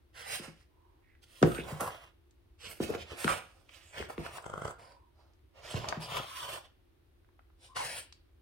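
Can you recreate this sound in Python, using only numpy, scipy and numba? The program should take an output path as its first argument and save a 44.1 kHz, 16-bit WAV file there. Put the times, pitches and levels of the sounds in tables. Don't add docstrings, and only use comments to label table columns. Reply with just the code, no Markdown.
import sys
import numpy as np
from scipy import signal
from scipy.fft import rfft, irfft, next_fast_len
from scipy.io import wavfile
from numba import njit

SR = 44100
rng = np.random.default_rng(int(sys.argv[2]) if len(sys.argv) > 2 else 0)


def store_pcm(level_fs):
    pcm = np.round(np.clip(level_fs, -1, 1) * 32767).astype(np.int16)
    wavfile.write(sys.argv[1], SR, np.atleast_2d(pcm).T)


N = 370910

# fully open t/s, swelling t/s, sagging t/s, crest level/dB, throat level/dB and nostril hiss
# level/dB against the nose, throat f/Hz at the crest, nose f/Hz, nose treble level/dB at 5 kHz,
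# nostril f/Hz, fizz level/dB at 12 kHz
HUFFS = [(0.159, 0.037, 0.15, -47.5, -7, -8, 1250, 1840, -3.5, 9600, -2),
         (0.295, 0.06, 0.042, -37.5, -10.5, -1, 1250, 2500, -0.5, 9300, 0),
         (0.405, 0.031, 0.07, -51, -0.5, -5.5, 1250, 1900, 0, 9450, -5),
         (0.56, 0.051, 0.027, -68, -19, -8, 1000, 2100, 2, 9300, -1),
         (1.225, 0.017, 0.0083, -62, -9, -4, 870, 3280, 3, 9000, 4),
         (1.31, 0.11, 0.028, -58.5, -7, -1, 1100, 3000, -2, 9000, 3),
         (1.44, 0.033, 0.082, -57.5, -8, 7.5, 664, 2700, -5, 9100, 7),
         (1.51, 0.052, 0.048, -52, 4, 3, 1380, 3200, -8, 8700, 1),
         (1.645, 0.071, 0.089, -49.5, 7, -1, 1050, 2140, -3.5, 8700, 4),
         (1.803, 0.0092, 0.073, -45.5, 14.5, 4.5, 1080, 2630, -1, 9800, 2.5),
         (1.896, 0.0065, 0.17, -51.5, -1.5, -14, 1200, 2817, -10, 9100, 7),
         (2.617, 0.046, 0.06, -46.5, -10, -9, 1450, 2830, 0.5, 7900, -2),
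         (2.688, 0.018, 0.069, -52.5, -4.5, 4, 1390, 2900, -5, 8900, 8),
         (2.809, 0.029, 0.05, -42.5, -23, -5, 1300, 2750, -1.5, 8400, 3),
         (2.885, 0.068, 0.012, -48, 3.5, -13, 1320, 2600, -3.5, 8600, 9),
         (2.992, 0.034, 0.015, -45, -14, -25, 1200, 2630, -3, 7800, 2),
         (3.084, 0.043, 0.058, -49, -4, -16, 1200, 2770, -5.5, 9000, 1),
         (3.191, 0.053, 0.067, -43, -4, 1, 1500, 1970, -3, 8900, 0.5),
         (3.277, 0.025, 0.075, -35.5, 3, -4, 1300, 2430, -3.5, 8700, 0.5),
         (3.43, 0.023, 0.3, -70, 2.5, -2.5, 1220, 2780, 7, 9000, 0.5),
         (3.707, 0.047, 0.22, -57.5, -10, -9.5, 1317, 2510, -2.5, 8600, 3),
         (3.953, 0.062, 0.036, -43, -2.5, -15, 1250, 2175, -6.5, 7800, -2),
         (4.092, 0.014, 0.039, -54.5, 8.5, -1, 1310, 2240, 0, 9500, 2),
         (4.201, 0.06, 0.054, -47.5, 2, -9, 1200, 2230, -4, 8500, -1),
         (4.332, 0.043, 0.012, -49, 3.5, -1, 1160, 2500, 0, 9200, 0),
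         (4.48, 0.23, 0.034, -64.5, 17, -1, 1340, 3280, -1.5, 8300, -3),
         (4.787, 0.0091, 0.16, -63, 8.5, -6, 1005, 2344, -1, 10000, -8),
         (5.161, 0.042, 0.14, -75.5, 9, -17, 960, 4320, 4, 9000, -5.5),
         (5.56, 0.04, 0.04, -58.5, 4, -18.5, 640, 2300, -3, 7100, -1),
         (5.634, 0.035, 0.066, -47, -1, -18, 638, 2310, 1.5, 7100, 6),
         (5.692, 0.022, 0.04, -48, -2.5, -0.5, 1100, 2950, -1, 7500, -6),
         (5.738, 0.033, 0.068, -43.5, -1, -19, 1100, 2780, -0.5, 7600, 5),
         (5.84, 0.072, 0.074, -50, 9.5, -22, 1038, 2600, -3, 7100, 0),
         (6.008, 0.019, 0.065, -45, -1.5, -6, 1200, 3160, 0, 10100, 0),
         (6.103, 0.068, 0.067, -40, 4, -8.5, 1100, 3250, -5, 8900, 3),
         (6.272, 0.11, 0.089, -44, -17, -5, 1350, 3040, -0.5, 9450, 3.5),
         (6.442, 0.091, 0.058, -44, 0, -3, 1000, 3000, -2.5, 9050, 5),
         (6.641, 0.017, 0.011, -58, -3, -15.5, 758, 3000, -7.5, 9000, 2),
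         (7.614, 0.051, 0.035, -58, -7, -2.5, 1200, 3506, 3.5, 8900, -9),
         (7.756, 0.013, 0.065, -38.5, -7, -5, 1200, 2340, 2, 9050, -6.5),
         (7.809, 0.044, 0.12, -42.5, -3.5, -0.5, 1250, 2220, 6, 9130, -4),
         (7.92, 0.068, 0.025, -46, -5.5, 3.5, 1150, 3700, -2.5, 9100, -1)]
# t/s, left minus right level/dB, palate flutter share (0-1)
MUZZLE = [(.3, -4.5, 0.08), (1.55, -5, 0.4), (1.85, -2.5, 0.4), (2.7, -5, 0.42), (3.3, -4, 0.13),
          (3.75, -7.5, 0.2), (4.0, -1.5, 0.5), (4.35, -1.5, 0.1), (5.7, -4, 0.2), (6.17, 1.5, 0.19),
          (6.45, -2, 0.16), (7.8, 0.5, 0.3), (8.0, 1, 0)]
# f/Hz, relative level/dB
NASAL_COLOUR = [(300, -24), (600, -12), (1200, -5), (1800, -1.5), (3200, -1), (3900, -4.5), (5200, -2.5),
                (6400, -9.5), (8000, -16), (14000, -29)]
# f/Hz, relative level/dB
NOSTRIL_COLOUR = [(4000, -21), (7000, -13.5), (8400, -7), (9600, -10), (10700, -12.5), (12300, -13),
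                  (14200, -17.5), (15800, -14.5)]
# f/Hz, relative level/dB
THROAT_COLOUR = [(60, -14), (130, 2.5), (240, -19.5), (380, -9.5), (540, 1), (750, -0.5), (950, -4.5),
                 (1400, -6), (1800, -13.5), (3000, -36.5)]
# start t/s, end t/s, start f/Hz, end f/Hz, level/dB,
# sharpness (twice the Q of each of two passes)
WHISTLES = [(0.214, 0.392, 737, 750, -52, 10), (0.679, 1.08, 940, 910, -76.5, 6.4),
            (1.016, 1.215, 2100, 1840, -74, 6.1), (1.497, 1.537, 1340, 1240, -43, 16),
            (1.545, 1.608, 1320, 1579, -43.5, 14), (1.555, 1.632, 1743, 2790, -46, 4.5),
            (1.5, 1.67, 3160, 3540, -58.5, 11), (1.815, 1.933, 1126, 1200, -56, 8.5),
            (3.268, 3.33, 1400, 1200, -31.5, 8.5), (3.3, 3.369, 750, 674, -44.5, 7.5),
            (3.815, 3.972, 7450, 7540, -66.5, 6.9), (4.443, 4.8, 1390, 1370, -56, 14),
            (4.705, 5.128, 1018, 928, -68.5, 13.3), (4.77, 4.99, 4800, 4700, -73.5, 8.2),
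            (4.775, 4.959, 10160, 10560, -84, 23), (6.011, 6.074, 4940, 4760, -51, 16),
            (6.218, 6.63, 1200, 920, -49.5, 5.4), (6.08, 6.244, 3150, 3120, -49.5, 9),
            (6.26, 6.61, 3160, 3050, -54.5, 13), (7.679, 7.806, 1080, 1030, -61, 19),
            (7.752, 7.852, 1060, 786, -40, 4.1), (7.772, 8.015, 1600, 2290, -51.5, 4.4),
            (7.95, 8.054, 9270, 8000, -57.5, 10)]
# t/s, flap rate f/Hz, peak level/dB before slap_db, treble level/dB at 8 kHz
SNORTS = [
    [(4.426, 23, -44, 17), (4.464, 29.7, -25.5, 3.5), (4.5, 25.4, -29.5, 5), (4.535, 25.8, -21.5, -7),
     (4.615, 23.6, -24.5, 0), (4.66, 36.4, -18.5, 0), (4.715, 35.93, -32, 14)],
    [(6.152, 58.4, -46, 0), (6.18, 63.6, -25, -15), (6.215, 64, -26.5, -13)],
]
# f/Hz, relative level/dB
AIRWAY_COLOUR = [(50, -3), (140, 8.5), (270, -6), (530, 8), (720, 0.5), (900, -0.5), (1400, 6), (1800, -24),
                 (2080, -3.5), (2450, -32), (3200, -4), (3800, -29), (8000, -13), (15000, -50)]
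# t/s, peak level/dB, centre of the push f/Hz
THUMPS = [(0.396, -39.5, 240), (0.478, -42.5, 224), (1.417, -22.5, 170.7), (1.428, -9.5, 310),
          (1.431, -18, 136), (1.445, -19.5, 300), (1.4553, -21, 330), (1.4623, -25.5, 390),
          (1.473, -24.5, 373.6), (1.586, -28, 327), (1.719, -32, 139), (1.812, -33, 280), (2.802, -21, 270),
          (2.901, -25, 397.7), (2.948, -29, 420.4), (3.13, -38.5, 357), (3.245, -23, 250.4),
          (3.975, -39.5, 470), (4.002, -32.5, 420), (4.18, -29.5, 270), (5.739, -26, 118),
          (5.785, -43, 134.3), (5.84, -41, 480), (5.969, -32.5, 160), (6.196, -50, 200)]
# f/Hz, relative level/dB, t60/s
FLOOR_MODES = [(61.1, -18, 0.9), (122, -12.5, 0.3), (160, -5, 0.12), (200, 0.5, 0.018), (258, -9, 0.029),
               (353, -3, 0.057), (400, -6.5, 0.04), (472, 3.5, 0.025), (534, -9.5, 0.13),
               (699, -13.5, 0.15), (1100, -18.5, 0.058), (1140, -20.5, .06)]
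# start t/s, length t/s, level/dB at the height of the effort
SCUFFLES = [(1.594, 0.23, -46.5), (2.633, 0.31, -54), (2.827, 0.11, -41), (2.887, 0.2, -43.5),
            (3.094, 0.085, -51), (3.245, 0.15, -43), (3.966, 0.16, -47.5), (4.18, 0.14, -47),
            (5.748, 0.092, -43), (5.853, 0.21, -47), (6.161, 0.086, -50)]
# f/Hz, relative level/dB
DRAG_COLOUR = [(40, -0.5), (75, 8), (135, 0), (250, -5), (440, 1.5), (800, -15.5), (2000, -37)]
# t/s, peak level/dB before click_db, centre f/Hz, rattle t60/s
CLICKS = [(1.428, -21.5, 1698, 0.013), (1.427, -29, 5330, 0.018), (1.429, -16.5, 730, 0.016),
          (1.4362, -22.5, 2030, 0.0043), (1.519, -37.5, 3000, 0.012), (1.548, -35, 2600, 0.022),
          (1.8075, -28.5, 10600, 0.017), (1.9195, -51, 3790, 0.019), (2.309, -63.5, 6130, 0.022),
          (2.803, -33.5, 755, 0.012), (2.939, -33, 1200, 0.014), (2.95, -32.5, 2140, 0.014),
          (3.2442, -24.5, 2120, 0.015), (3.2788, -17.5, 1270, 0.014), (3.6924, -47, 2300, 0.025),
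          (4.0254, -32, 1480, 0.015), (4.098, -37, 780, 0.043), (4.1798, -35, 1600, 0.01),
          (4.264, -29, 1100, 0.014), (4.382, -33, 1120, 0.054), (4.4425, -42, 1150, 0.01),
          (4.649, -47, 4670, 0.015), (4.677, -43, 4470, 0.02), (5.335, -67, 5010, 0.026),
          (5.392, -68.5, 2410, .015), (5.743, -32.5, 788, 0.01), (5.8433, -33.5, 900, 0.012),
          (5.8867, -25, 5000, 0.033), (5.925, -26.5, 1100, 0.022), (7.246, -63, 1503, 0.023),
          (7.289, -61, 1014, 0.015), (7.392, -53, 1100, 0.023), (7.502, -59.5, 1100, 0.021),
          (7.768, -29, 1100, 0.03), (8.125, -43, 4310, 0.022)]
# f/Hz, t60/s, relative level/dB
ROOM_BANDS = [(119, 0.5, -6), (403, 0.35, -3.5), (1200, 0.36, -1), (3000, 0.45, -2), (7837, 0.17, 5),
              (13900, 0.26, -10.5)]
# f/Hz, relative level/dB
HUSH_COLOUR = [(15, -40), (25, -1.5), (75, 2), (178, -23.5), (297, -17.5), (631, -28.5), (3720, -37.5),
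               (7700, -50.5), (8580, -45), (15500, -45.5)]

OPENING_SHARE, SWELL_DB, SAG_DB, RELEASE_DB_PER_S = 1, 8, 12, 268
HISS_POWER, THROAT_SINK_OCT_PER_S = 1.1, 0.47
TWITCH_OCT, TWITCH_HZ, SURGE_DB, SURGE_HZ = 0.12, 17, 1.5, 46.18
LEAK_S = 0.0045
REBOUND_DB, REBOUND_TREBLE_DB = -10, 4.5
SETTLE_S, SETTLE_DB, RUMBLE_DB, RUMBLE_S = 0.00453, -8.5, -35, 0.032
BEND_TOP_HZ, BEND_LAG_S = 480, 0.004
DRAG_ATTACK_S = 0.013
PORT_LAG_S = 0.00002
TOP_HZ = 15800


def huffs(throat_ring=0.8, nose_ring=0.98, nostril_ring=1.2,
          throat_width_hz=320, nose_width_hz=900, nostril_width_hz=1100):
    pan_db, wet = curves(MUZZLE)
    wet = np.clip(wet, 0, 1)
    puffs = flutter(rate_hz=110, scatter_db=3.5, fade_s=0.0075)
    chop = np.sqrt(1 - wet + wet * puffs ** 2)
    throat_air = colour(chop * rng.standard_normal(N), THROAT_COLOUR)
    nose_air = colour(chop * rng.standard_normal(N), NASAL_COLOUR)
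    jet = colour(np.sqrt(chop) * rng.standard_normal(N), NOSTRIL_COLOUR)
    twitch = 2 ** (TWITCH_OCT * wander(TWITCH_HZ))
    surge = undb(SURGE_DB * wander(SURGE_HZ))
    air = ports(chop ** 2 * whistles(), turn_rad=2.4)
    for (s, swell_s, sag_s, db, throat_db, hiss_db, throat_hz, nose_hz,
         treble_db, nostril_hz, fizz_db) in HUFFS:
        i = np.arange(int(s * SR) - SR // 8, min(int(s * SR) + SR // 2, N))
        t = i / SR - s
        flow = airflow(t, swell_s, sag_s) * surge[i]

        sinking_hz = throat_hz * 2 ** (-THROAT_SINK_OCT_PER_S * (t - swell_s))
        throat_tone = resonate(throat_air[i], sinking_hz, throat_width_hz)[0]
        throat = unit(throat_air[i] + throat_ring * throat_tone)

        nose_tone = resonate(nose_air[i], nose_hz * twitch[i], nose_width_hz)[0]
        nose = nose_air[i] + nose_ring * nose_tone
        nose = colour(nose, [(2800, 0), (5000, treble_db), (12000, fizz_db)])

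        nostril_tone = resonate(jet[i], nostril_hz, nostril_width_hz)[0]
        nostril = unit(jet[i] + nostril_ring * nostril_tone)
        nostril = colour(nostril, [(10000, 0), (12000, fizz_db)])
        hiss = undb(hiss_db) * nostril * flow ** HISS_POWER

        breath = flow * (undb(throat_db) * throat + nose) + hiss
        air[:, i] += undb(db) * ports(breath)
    return nearby(air) * undb(np.array([pan_db, -pan_db]) / 2)


def airflow(t, swell_s, sag_s):
    held_db = np.interp(t, [0, swell_s, swell_s + sag_s], [-SWELL_DB, 0, -SAG_DB])
    release_db = -RELEASE_DB_PER_S * np.maximum(t - swell_s - sag_s, 0)
    opening = np.clip(1 + t / (OPENING_SHARE * swell_s), 0, 1) ** 2
    return opening * undb(held_db + release_db)


def whistles():
    out = np.zeros(N)
    for start, end, from_hz, to_hz, db, sharpness in WHISTLES:
        size = max(int((end - start) * SR), 100)
        hz = np.geomspace(from_hz, to_hz, size)
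        width = hz / sharpness * 2
        note = resonate(resonate(rng.standard_normal(size), hz, width), hz, width)[0]
        swell = np.sin(np.pi * np.arange(size) / size)
        out[int(start * SR):][:size] += undb(db) * unit(note * swell)
    return out


def snort(slap_db=-1, slap_hz=1900, leak_db=-26, pan_db=2):
    out = np.zeros((2, N))
    t = np.arange(-SR // 50, SR // 20) / SR
    dull = signal.butter(4, slap_hz, fs=SR, output="sos")
    slap = signal.sosfilt(dull, (t == 0) * 1.)
    for one_snort in SNORTS:
        for s, db, treble_db in flaps(one_snort):
            leak = np.exp(-np.abs(t) / LEAK_S) * rng.standard_normal((2, len(t)))
            tilted = [(hz, level_db + treble_db * hz / 8000) for hz, level_db in AIRWAY_COLOUR]
            ring = colour(slap + undb(leak_db) * leak, tilted)
            add(out, s + t[0], ring, db + slap_db)
    return out * undb(np.array([[pan_db], [-pan_db]]) / 2)


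def flaps(one_snort):
    rate, db, treble_db = curves(one_snort)
    i = np.arange(int(one_snort[0][0] * SR), int(one_snort[-1][0] * SR))
    half_cycles = np.floor(2 * np.cumsum(rate[i]) / SR)
    at = i[np.diff(half_cycles, prepend=-1) > 0]
    rebound = np.arange(len(at)) % 2
    return zip(at / SR, db[at] + REBOUND_DB * rebound, treble_db[at] + REBOUND_TREBLE_DB * rebound)


def thumps(spread=1.0, scuff_db=-19, scuff_hz=650, scuff_s=0.023):
    out = np.zeros((2, N))
    t = np.arange(SR // 2) / SR
    floor = sum(undb(db - 60 * t / t60) * np.sin(2 * np.pi * hz * t) for hz, db, t60 in FLOOR_MODES)
    floor = bend(floor)
    settle = np.arange(len(t)) == int(SETTLE_S * SR)
    touch = (t == 0) + undb(SETTLE_DB) * settle
    for s, db, hz in THUMPS:
        shift = undb(RUMBLE_DB) * np.exp(-t / RUMBLE_S) * diffuse(len(t))
        push = resonate(resonate(touch + shift, hz, spread * hz), hz, spread * hz)
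        add(out, s, signal.fftconvolve(push, floor[None])[:, :len(t)], db)
        noise = np.exp(-t / scuff_s) * diffuse(len(t)) * rng.exponential(size=len(t))
        scuff = resonate(resonate(noise, scuff_hz, 1000), scuff_hz, 1000)
        add(out, s, scuff, db + scuff_db)
    return out


def bend(x):
    size = 2 * len(x)
    f = np.maximum(np.fft.rfftfreq(size, 1 / SR), 1)
    late_s = BEND_LAG_S * np.clip(np.log(BEND_TOP_HZ / f) / np.log(2), 0, 2)
    phase = 2 * np.pi * np.cumsum(late_s) * SR / size
    return irfft(rfft(x, size) * np.exp(-1j * phase), size)[:len(x)]


def scuffles():
    jerks = flutter(rate_hz=86, scatter_db=4.0, fade_s=0.0047)
    rumble = colour(jerks * diffuse(N, apart_hz=450), DRAG_COLOUR)
    t = np.arange(N) / SR
    effort = np.zeros(N)
    for s, length_s, db in SCUFFLES:
        effort += undb(db) * np.interp(t, [s, s + DRAG_ATTACK_S, s + length_s], [0, 1, 0])
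    return effort * rumble


def clicks(click_db=1, rattle_db=-11, spread=0.4, body_ratio=0.66, body_db=-4, hardness=1.9):
    out = np.zeros((2, N))
    t = np.arange(SR // 6) / SR
    for s, db, hz, t60 in CLICKS:
        rattle = np.exp(-np.log(1000) * t / t60) * rng.standard_normal((2, len(t)))
        contact = (t == 0) + undb(rattle_db) * rattle
        softness = signal.butter(2, min(hardness * hz, TOP_HZ), fs=SR, output="sos")
        soft = signal.sosfilt(softness, contact)
        body_hz = body_ratio * hz
        body = undb(body_db) * resonate(soft, body_hz, spread * body_hz)
        add(out, s, resonate(soft, hz, spread * hz) + body, db + click_db)
    return out


def nearby(x, echo_db=-14, reach_s=0.005, drift_s=0.0006, count=4):
    i = np.arange(N)
    out = x.copy()
    for channel, source in zip(out, x):
        for share in (np.arange(count) + rng.random(count)) / count:
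            path = wander(rate_hz=6)
            lag = np.abs(reach_s * share + drift_s * path) * SR
            channel += undb(echo_db) * source[i - lag.astype(int)]
    return out / np.sqrt(1 + count * undb(echo_db) ** 2)


def ports(x, turn_rad=2.2, ripple_hz=400, bend_hz=900):
    size = next_fast_len(len(x))
    f = np.fft.rfftfreq(size, 1 / SR)
    scatter = rng.standard_normal(200)
    ripple = np.interp(f / ripple_hz, np.arange(len(scatter)), scatter)
    turn = turn_rad * ripple * np.minimum(f / bend_hz, 1)
    return irfft(rfft(x, size) * np.exp(1j * np.array([turn, -turn]) / 2), size)[:, :len(x)]


def off_centre(x):
    size = next_fast_len(N)
    late = np.exp(-2j * np.pi * np.fft.rfftfreq(size, 1 / SR) * PORT_LAG_S)
    return np.array([x[0], irfft(rfft(x[1], size) * late, size)[:N]])


def room(x, first_s=0.0036):
    t = np.arange(SR * 3 // 4) / SR
    f = np.maximum(np.fft.rfftfreq(len(t), 1 / SR), 1)
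    echoes = rfft(diffuse(len(t)))
    centres = np.log(np.array(ROOM_BANDS)[:, 0])
    tail = 0
    for band, (hz, t60, db) in zip(np.eye(len(ROOM_BANDS)), ROOM_BANDS):
        share = np.interp(np.log(f), centres, band)
        decay = np.exp(-np.log(1000) * t / t60)
        tail = tail + irfft(echoes * share, len(t)) * undb(db) * decay
    tail = unit(tail * (t > first_s)) / np.sqrt(len(t))
    return signal.fftconvolve(x.mean(axis=0)[None], tail, axes=1)[:, :N]


def hush(hush_db=-63.5, drone_hz=345, drone_db=-76):
    drone = unit(resonate(resonate(diffuse(N), drone_hz, 62), drone_hz, 62))
    return undb(hush_db) * colour(diffuse(N), HUSH_COLOUR) + undb(drone_db) * drone


def flutter(rate_hz, scatter_db, fade_s):
    chance = rng.standard_normal((2000, 2))
    gaps = np.exp(0.35 * chance[:, 0])
    at = (np.cumsum(gaps) * SR / rate_hz).astype(int)
    puffs = np.zeros(N)
    puffs[at[at < N]] = undb(scatter_db * chance[at < N, 1])
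    return unit(signal.lfilter([1], [1, -np.exp(-1 / (fade_s * SR))], puffs))


def wander(rate_hz):
    steps = rng.standard_normal(2000)
    return np.interp(np.arange(N) / SR * rate_hz, np.arange(len(steps)), steps)


def diffuse(size, apart_hz=260):
    mid, side = rng.standard_normal((2, size))
    side = signal.sosfilt(signal.butter(1, apart_hz, "high", fs=SR, output="sos"), side)
    return np.array([mid + side, mid - side])


def colour(x, points):
    hz, db = np.transpose(points)
    size = next_fast_len(x.shape[-1])
    f = np.maximum(np.fft.rfftfreq(size, 1 / SR), 1)
    gain = undb(np.interp(np.log(f), np.log(hz), db))
    return unit(irfft(rfft(x, size) * gain, size)[..., :x.shape[-1]])


@njit
def svf(x, hz, width):
    y, band, low = np.empty(len(x)), 0., 0.
    for i in range(len(x)):
        g = np.tan(np.pi * hz[i] / SR)
        k = width[i] / hz[i]
        v = (band + g * (x[i] - low)) / (1 + g * (g + k))
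        band = 2 * v - band
        low = low + 2 * g * v
        y[i] = k * v
    return y


def resonate(x, hz, width):
    flat = np.ones(x.shape[-1])
    centre = np.minimum(hz, .45 * SR) * flat
    return np.array([svf(c + 1e-18, centre, width * flat) for c in np.atleast_2d(x)])


def add(track, s, sound, db):
    start = int(s * SR)
    peak = np.abs(sound.mean(axis=0)).max()
    track[:, start:start + sound.shape[1]] += undb(db) / peak * sound[:, :N - start]


def curves(rows):
    s, *columns = np.transpose(rows)
    return [np.interp(np.arange(N) / SR, s, c) for c in columns]


def undb(db):
    return 10 ** (np.asarray(db) / 20)


def unit(x):
    return x / np.sqrt(np.mean(x ** 2))


def scene(air_room_db=-11, snort_room_db=-9, thump_room_db=-9, click_room_db=-7):
    sources = [(huffs(), air_room_db), (snort(), snort_room_db),
               (thumps() + scuffles(), thump_room_db), (clicks(), click_room_db)]
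    direct = off_centre(sum(x for x, _ in sources))
    reflected = room(sum(x * undb(db) for x, db in sources))
    return direct + reflected + hush()


def record(dry, low_hz=42):
    thin = signal.sosfilt(signal.butter(3, low_hz, "high", fs=SR, output="sos"), dry)
    return signal.sosfilt(signal.ellip(10, .2, 80, TOP_HZ, fs=SR, output="sos"), thin)


dry = scene()
out = record(dry)
store_pcm(out)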